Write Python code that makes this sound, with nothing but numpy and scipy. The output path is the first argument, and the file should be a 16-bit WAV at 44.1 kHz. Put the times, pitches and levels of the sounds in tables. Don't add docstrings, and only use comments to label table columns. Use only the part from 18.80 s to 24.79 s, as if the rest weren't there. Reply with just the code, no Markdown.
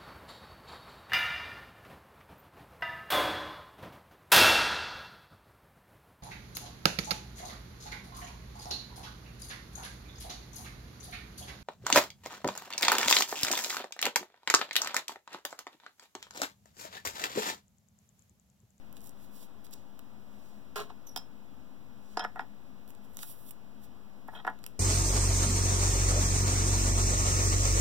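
import sys
import numpy as np
from scipy import signal
from scipy.fft import rfft, irfft
from scipy.io import wavfile

SR = 44100
rng = np.random.default_rng(int(sys.argv[2]) if len(sys.argv) > 2 else 0)


def field_ratio(decibels):
    return 10 ** (np.asarray(decibels, dtype=float) / 20)


def master_out(mix):
    frames = np.transpose(np.atleast_2d(mix))
    ceiling = np.clip(frames, -1, 1)
    pcm = np.round(ceiling * 32767).astype(np.int16)
    wavfile.write(sys.argv[1], SR, pcm)


N = 264246


def rms_one(x):
    return x / np.sqrt(np.mean(x ** 2) + 1e-20)


def band(x, low_hz, high_hz):
    edges_hz = [low_hz, min(high_hz, .45 * SR)]
    return signal.sosfilt(signal.butter(2, edges_hz, "band", fs=SR, output="sos"), x)


def twins(alike):
    first, other = rng.standard_normal((2, N))
    alike = np.clip(alike, 0, 1)
    return np.array([first, alike * first + np.sqrt(1 - alike ** 2) * other])


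def grains(per_s, spread_db):
    sizes = field_ratio(spread_db * np.minimum(rng.exponential(1, N), 4))
    sizes = sizes * rng.choice([-1, 1], N)
    return rms_one(sizes * (rng.random(N) < per_s / SR))


def ring(force, hz, t60):
    r, w = field_ratio(-60 / (t60 * SR)), 2 * np.pi * hz / SR
    return signal.lfilter([0, np.sin(w)], [1, -2 * r * np.cos(w), r * r], force + 1e-18)


def clicks(times, gains):
    out = np.zeros(N)
    out[(np.asarray(times) * SR).astype(int)] = gains
    return out


def bursts(times, levels_db, t60, alike=.9):
    starts = clicks(times, field_ratio(levels_db)) + 1e-18
    envelope = signal.lfilter([1], [1, -field_ratio(-60 / (t60 * SR))], starts)
    return envelope * twins(alike)


def in_time(spans):
    rows = []
    for span in spans:
        first, last = span[0], span[-1]
        rows += [(first[0] - .004, -120, *first[2:]), *span, (last[0] + .012, -120, *last[2:])]
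    s, *columns = np.transpose(rows)
    return [np.interp(np.arange(N) / SR, np.maximum.accumulate(s), c) for c in columns]


def strokes(peak_s, swell_s, fade_s, peak_db):
    edge_db, roundness = 20, 1.17
    power, t = np.full(N, 1e-14), np.arange(N) / SR
    for s, swell, fade, db in zip(peak_s, swell_s, fade_s, peak_db):
        near = slice(max(int((s - 2 * swell) * SR), 0), int((s + 2 * fade) * SR))
        away = np.maximum((s - t[near]) / swell, (t[near] - s) / fade)
        power[near] += field_ratio(2 * (db - edge_db * away ** roundness))
    return 10 * np.log10(power)


def body(modes, times, hits_db, rub_db, slips, chatter_s):
    chatter = rng.standard_normal((len(times), 600)) * field_ratio(-60 * np.arange(600) / SR / chatter_s)
    chatter[:, 0] = 7
    blows = np.zeros(N)
    for s, db, shape in zip(times, hits_db, chatter):
        start = int(s * SR)
        blows[start:start + 600] += field_ratio(db) * shape / np.sqrt(np.sum(shape ** 2))
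    even = np.sqrt(sum(field_ratio(2 * db) * t60 * SR / (4 * np.log(1000)) for hz, db, t60 in modes))
    force = band(blows + slips * field_ratio(rub_db) / even, .6 * modes[0][0], 1.4 * modes[-1][0])
    return sum(field_ratio(db) * (-1) ** k * ring(force, hz, t60) for k, (hz, db, t60) in enumerate(modes))


# freq_hz, level_db (per Hz)
AIR_SPECTRUM = [(25, -26), (55, 6.5), (130, -2), (300, -4), (700, -6.5), (1200, -11), (2000, -15.5),
                (4000, -20.5), (8000, -27.5), (11000, -28.5), (15500, -23.5)]
# centre_hz, width_hz, level_db
FAN_HUMS = [(59.4, 5, -80), (126, 20, -66), (207.4, 10.3, -60), (259.7, 28.5, -61.5), (475, 7.3, -82.5)]


def room_tone():
    hz, table = np.fft.rfftfreq(N, 1 / SR) + 1, np.array(AIR_SPECTRUM)
    colour = field_ratio(np.interp(np.log(hz), np.log(table[:, 0]), table[:, 1]))
    first, other = rfft(twins(0.22))
    shared = .5 / (1 + (hz / 500) ** 4)
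    pair = [first, shared * first + np.sqrt(1 - shared ** 2) * other]
    out = field_ratio(-58) * rms_one(irfft(pair * colour, N))
    for centre_hz, width_hz, db in FAN_HUMS:
        out += field_ratio(db) * rms_one(ring(twins(0.77), centre_hz, np.log(1000) / (np.pi * width_hz)))
    return out


# firmest_s, swell_s, fade_s, peak_db, dullness_db
FILM_RUBS = [(.172, .02, .018, -62.5, -0.5), (.274, 0.11, 0.043, -59.5, -5.5),
             (.442, 0.11, 0.06, -66.5, -2), (.565, 0.063, .05, -61.5, -2.5),
             (.632, 0.11, .045, -59.5, -1.5), (.847, 0.008, 0.034, -58.5, -2.5),
             (.938, 0.02, 0.0055, -52, 4), (.955, .015, .09, -75, 8), (1.66, 0.36, 0.3, -75, 3.5),
             (2.272, .012, 0.034, -68, 2), (3.33, 0.2, 0.092, -74, 5.5), (4.09, 0.017, .05, -63.5, -7),
             (4.25, .03, 0.027, -69.5, -3), (4.395, .04, 0.14, -56.5, 0), (4.431, 0.023, 0.014, -41.5, -7),
             (4.509, 0.15, 0.05, -49.5, -10.5), (4.62, 0.32, .12, -63, -9), (4.694, 0.061, .008, -53, -8.5),
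             (4.71, 0.0044, 0.0099, -48, -12), (5.045, 0.04, 0.024, -62, -3), (5.556, 0.074, .045, -67, -2),
             (5.88, .012, .07, -79, -11)]
# start_s, peak_db, top_db and lower_db (both relative to peak)
FILM_SNAPS = [(0.127, -59.5, 17, 8), (0.1681, -51.5, -6, 7), (0.1774, -56, -7, -1),
              (0.206, -48.5, -12, -14), (0.216, -51, 1, -12), (0.242, -48, 1, -17), (0.26, -51, 2, -12),
              (0.2717, -45, -1, -25), (0.2935, -44, -18, -21), (0.3084, -58, -12, -11), (0.844, -62, 0, -3),
              (0.867, -62, -7, 15.5), (0.9104, -55, 4, -4), (0.9373, -41, 3, -23), (1.192, -53, 8, 12),
              (4.078, -57, 8, 3), (4.1043, -48.5, -8, -0.5), (4.1504, -53, -10, -3), (4.335, -62, -1, 0),
              (4.346, -54, -4, -4), (4.37, -35, 1, -3.5), (4.39, -44.5, -10, 9), (4.4316, -39.5, -5, 7),
              (4.699, -52, -3, -7), (4.708, -41.5, 6.5, -3), (5.48, -61, 12, 0), (5.7892, -58, 3, 7),
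              (5.832, -54, -10, -4), (5.8402, -42.5, 2, 6.5), (5.8639, -38.5, 9.5, 6.5)]


def sleeve():
    *when, grip_db, dull_db = np.transpose(FILM_RUBS)
    fine_db, lower_db = strokes(*when, grip_db), strokes(*when, grip_db + dull_db)
    hiss_db = fine_db - 8
    slips = .5 * grains(2500, spread_db=4.5) + twins(.85)
    rub = -field_ratio(hiss_db + 3) * rms_one(band(slips, 7800, 11500))
    rub += field_ratio(fine_db + 6) * rms_one(band(slips, 11500, 19000))
    rub += field_ratio(lower_db + 3) * rms_one(band(slips, 3000, 7800))
    s, peak_db, top_db, low_db = np.transpose(FILM_SNAPS)
    snap = band(bursts(s, peak_db + 8, t60=.008, alike=.97), 6000, 11500)
    snap += band(bursts(s, peak_db + top_db + 9, t60=.008, alike=.97), 11500, 19000)
    snap += band(bursts(s, peak_db + low_db + 5.0, t60=0.0098), 700, 4500)
    return rub + snap


# start_s, pitch_hz, level_db
SQUEAK_GLIDES = [
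    [(2.263, 6100, -75), (2.272, 6050, -48), (2.285, 5950, -59), (2.294, 5720, -50), (2.305, 5700, -68),
     (2.316, 5680, -61), (2.35, 5650, -76)],
    [(.49, 14000, -80), (.52, 14300, -74), (.55, 14800, -61), (.58, 15000, -77)],
]


def squeaks():
    spans = [[(s, db, hz) for s, hz, db in rows] for rows in sorted(SQUEAK_GLIDES)]
    level_db, hz = in_time(spans)
    waver, grip = rms_one(signal.lfilter([1], [1, -.95], rng.standard_normal((2, N))))
    phase = 2 * np.pi * np.cumsum(hz + 120 * waver) / SR
    octave = field_ratio(-3.5) * (4 * hz < SR) * np.sin(2 * phase)
    return field_ratio(level_db + 3.5 + 2.6 * grip) * (np.sin(phase) + octave)


# start_s, board_db, grit_db (relative to board)
CARTON_SCRAPE = [
    (1.958, -35, -3),
    (2.016, -38.5, -15),
    (2.026, -46.5, -7),
    (2.086, -66, -9),
    (2.102, -49, -25),
    (2.13, -70, -11),
]
# start_s, peak_db
CARTON_KNOCKS = [
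    (1.959, -31),
    (1.978, -30),
    (2.002, -30),
    (2.02, -40),
]
# freq_hz, level_db, t60_s
PANEL_MODES = [(240, -21, 0.053), (412, -4, 0.15), (679.6, -4, 0.086), (1057, 0, 0.044), (1350, 4.5, 0.013),
               (1660, -4, 0.021), (2820, -6, 0.012), (4080, -1, 0.0074), (5450, -11, 0.017),
               (6250, -17, 0.022)]


def carton():
    s, peak_db = np.transpose(CARTON_KNOCKS)
    board_db, grit_db = in_time([CARTON_SCRAPE])
    slips = grains(4000, spread_db=3)
    panels = body(PANEL_MODES, s, peak_db - 9, board_db - 1.5, slips, chatter_s=.01)
    rumble = field_ratio(board_db - 6) * rms_one(band(twins(0.68), 145, 3700))
    grit = field_ratio(board_db + grit_db - 1.0) * rms_one(band(slips + twins(0.27), 2300, 19500))
    crack = band(bursts(s, peak_db - 5.0, t60=0.014), 2100, 25000)
    return panels + rumble + grit + crack


# start_s, base_peak_db, frame_db, tips_db, crack_db
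EASEL_KNOCKS = [(2.102, -40.5, -63, -76, -70), (2.361, -31.5, -43, -31, -35.5),
                (2.373, -39, -51, -31.5, -40.5), (3.3714, -19, -35, -30.5, -60),
                (3.394, -29, -36, -31, -58), (3.4399, -25, -39, -45, -59), (3.4475, -22.5, -28, -49, -59),
                (3.558, -36.5, -44, -64, -64), (3.593, -26.5, -31, -54, -63), (3.605, -40, -42, -56, -64),
                (5.483, -36, -48, -72, -70), (5.648, -27, -36.5, -66, -66), (5.667, -28, -33, -65, -53.5),
                (5.675, -26, -29.5, -68, -59), (5.698, -33, -45, -67, -61)]
# firmest_s, swell_s, fade_s, peak_db, legs_db
EASEL_STROKES = [(2.386, 0.0066, .05, -58, -6), (3.404, 0.013, 0.025, -36.5, -12.5),
                 (3.429, 0.057, 0.013, -37.5, -19), (3.457, .005, .03, -60, -18),
                 (3.568, 0.014, .025, -42, -33), (3.61, 0.0076, 0.022, -42.5, -22),
                 (4.433, .01, .008, -52, -20), (5.488, 0.01, 0.012, -42, -40),
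                 (5.532, 0.013, 0.017, -48, -26), (5.549, .006, 0.038, -41, -12),
                 (5.575, .04, 0.018, -49, -7), (5.6, 0.037, 0.01, -46.5, -7), (5.681, .006, 0.03, -33.5, -29)]
# freq_hz, level_db, t60_s
BASE_MODES = [(300, -16, .04), (458, -15, .05), (640, -6, .025), (730, -1, .04), (870, -1, .04),
              (1007, -2, .025)]
FRAME_MODES = [(1290, -4, .025), (1435, -1, .04), (1717, -5, .06), (1895, -4, .045), (2137, -7, .045),
               (2300, -12, .02)]
LEG_MODES = [(2550, -10, .03), (3175, -2, .03), (3300, -3, .028), (3560, -7, .016), (3910, -8, .018)]
TIP_MODES = [(4750, -5, .01), (5230, -6, .085), (5600, -8, .012), (6400, -20, .035), (9150, -22, .03),
             (10870, -24, .045)]


def easel():
    low_side_db = -5.5
    s, base_db, frame_db, tips_db, crack_db = np.transpose(EASEL_KNOCKS)
    legs_db = crack_db - 4.5
    *when, grip_db, share_db = np.transpose(EASEL_STROKES)
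    low_db, high_db = strokes(*when, grip_db), strokes(*when, grip_db + share_db)
    slips = grains(3000, spread_db=4)
    # modes, knock dB, drag dB, gain dB (in sum and difference)
    parts = [(BASE_MODES, base_db, low_db, [[-5], [low_side_db - 4.5]]),
             (FRAME_MODES, frame_db, low_db - 6.5, [[0], [low_side_db]]),
             (LEG_MODES, legs_db, high_db, 2),
             (TIP_MODES, tips_db, high_db - 18, 0)]
    rings = np.zeros((2, N))
    for modes, knock_db, drag_db, gain_db in parts:
        rings += field_ratio(gain_db) * body(modes, s, knock_db + 3.0, drag_db + 4.5, slips, chatter_s=.003)
    crack = band(bursts(s, crack_db + 7, t60=.03), 6000, 17000)
    crack += band(bursts(s, np.maximum(legs_db, tips_db) + 3, t60=.03), 2400, 6500)
    thud = band(bursts(s, frame_db + 8, t60=.022, alike=.95), 500, 2200)
    thud += band(clicks(s, field_ratio(base_db + 17.5)), 520, 1780)
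    return rings + crack + thud * field_ratio([[0], [low_side_db]])


def room(x):
    t60_s, wet_db, wall_cut_hz = 0.17, -15, 9400
    t = np.arange(SR // 2) / SR
    tail = rng.standard_normal((2, len(t))) * field_ratio(-60 * t / t60_s) * (t > .003)
    tail = signal.sosfilt(signal.butter(1, wall_cut_hz, fs=SR, output="sos"), tail)
    tail = field_ratio(wet_db) * tail / np.sqrt(np.sum(tail[0] ** 2))
    return signal.fftconvolve(x, tail, axes=1)[:, :N]


def scene():
    desk = sleeve() + squeaks() + carton() + easel()
    return desk + room(desk) + room_tone()


CONVERTER_OFFSET = [
    [.00776],
    [-.0003],
]


def roll_off(x):
    return signal.sosfilt(signal.butter(12, 16700, fs=SR, output="sos"), x)


def record(dry):
    comb_hz = 2211
    left_top_cut_hz, right_bass_cut_hz = 6300, 175
    hz = np.fft.rfftfreq(N, 1 / SR)
    left = -np.exp(-2j * np.pi * hz / comb_hz) / (1 + (hz / left_top_cut_hz) ** 2)
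    pitch = 1j * hz / right_bass_cut_hz
    right = pitch ** 2 / (1 + 1.5 * pitch + pitch ** 2)
    mid = irfft(rfft(dry[0]) * (left + right) / 2, N)
    side = irfft(rfft(dry[1]) * (left - right) / 2, N)
    whine = field_ratio(-88) * np.sin(2 * np.pi * 13640 * np.arange(N) / SR)
    ports = np.array([mid + side + whine, mid - side])
    ports = signal.sosfilt(signal.ellip(9, .5, 32, 15850, fs=SR, output="sos"), ports)
    return roll_off(ports + CONVERTER_OFFSET)


dry = scene()
out = record(dry)
master_out(out)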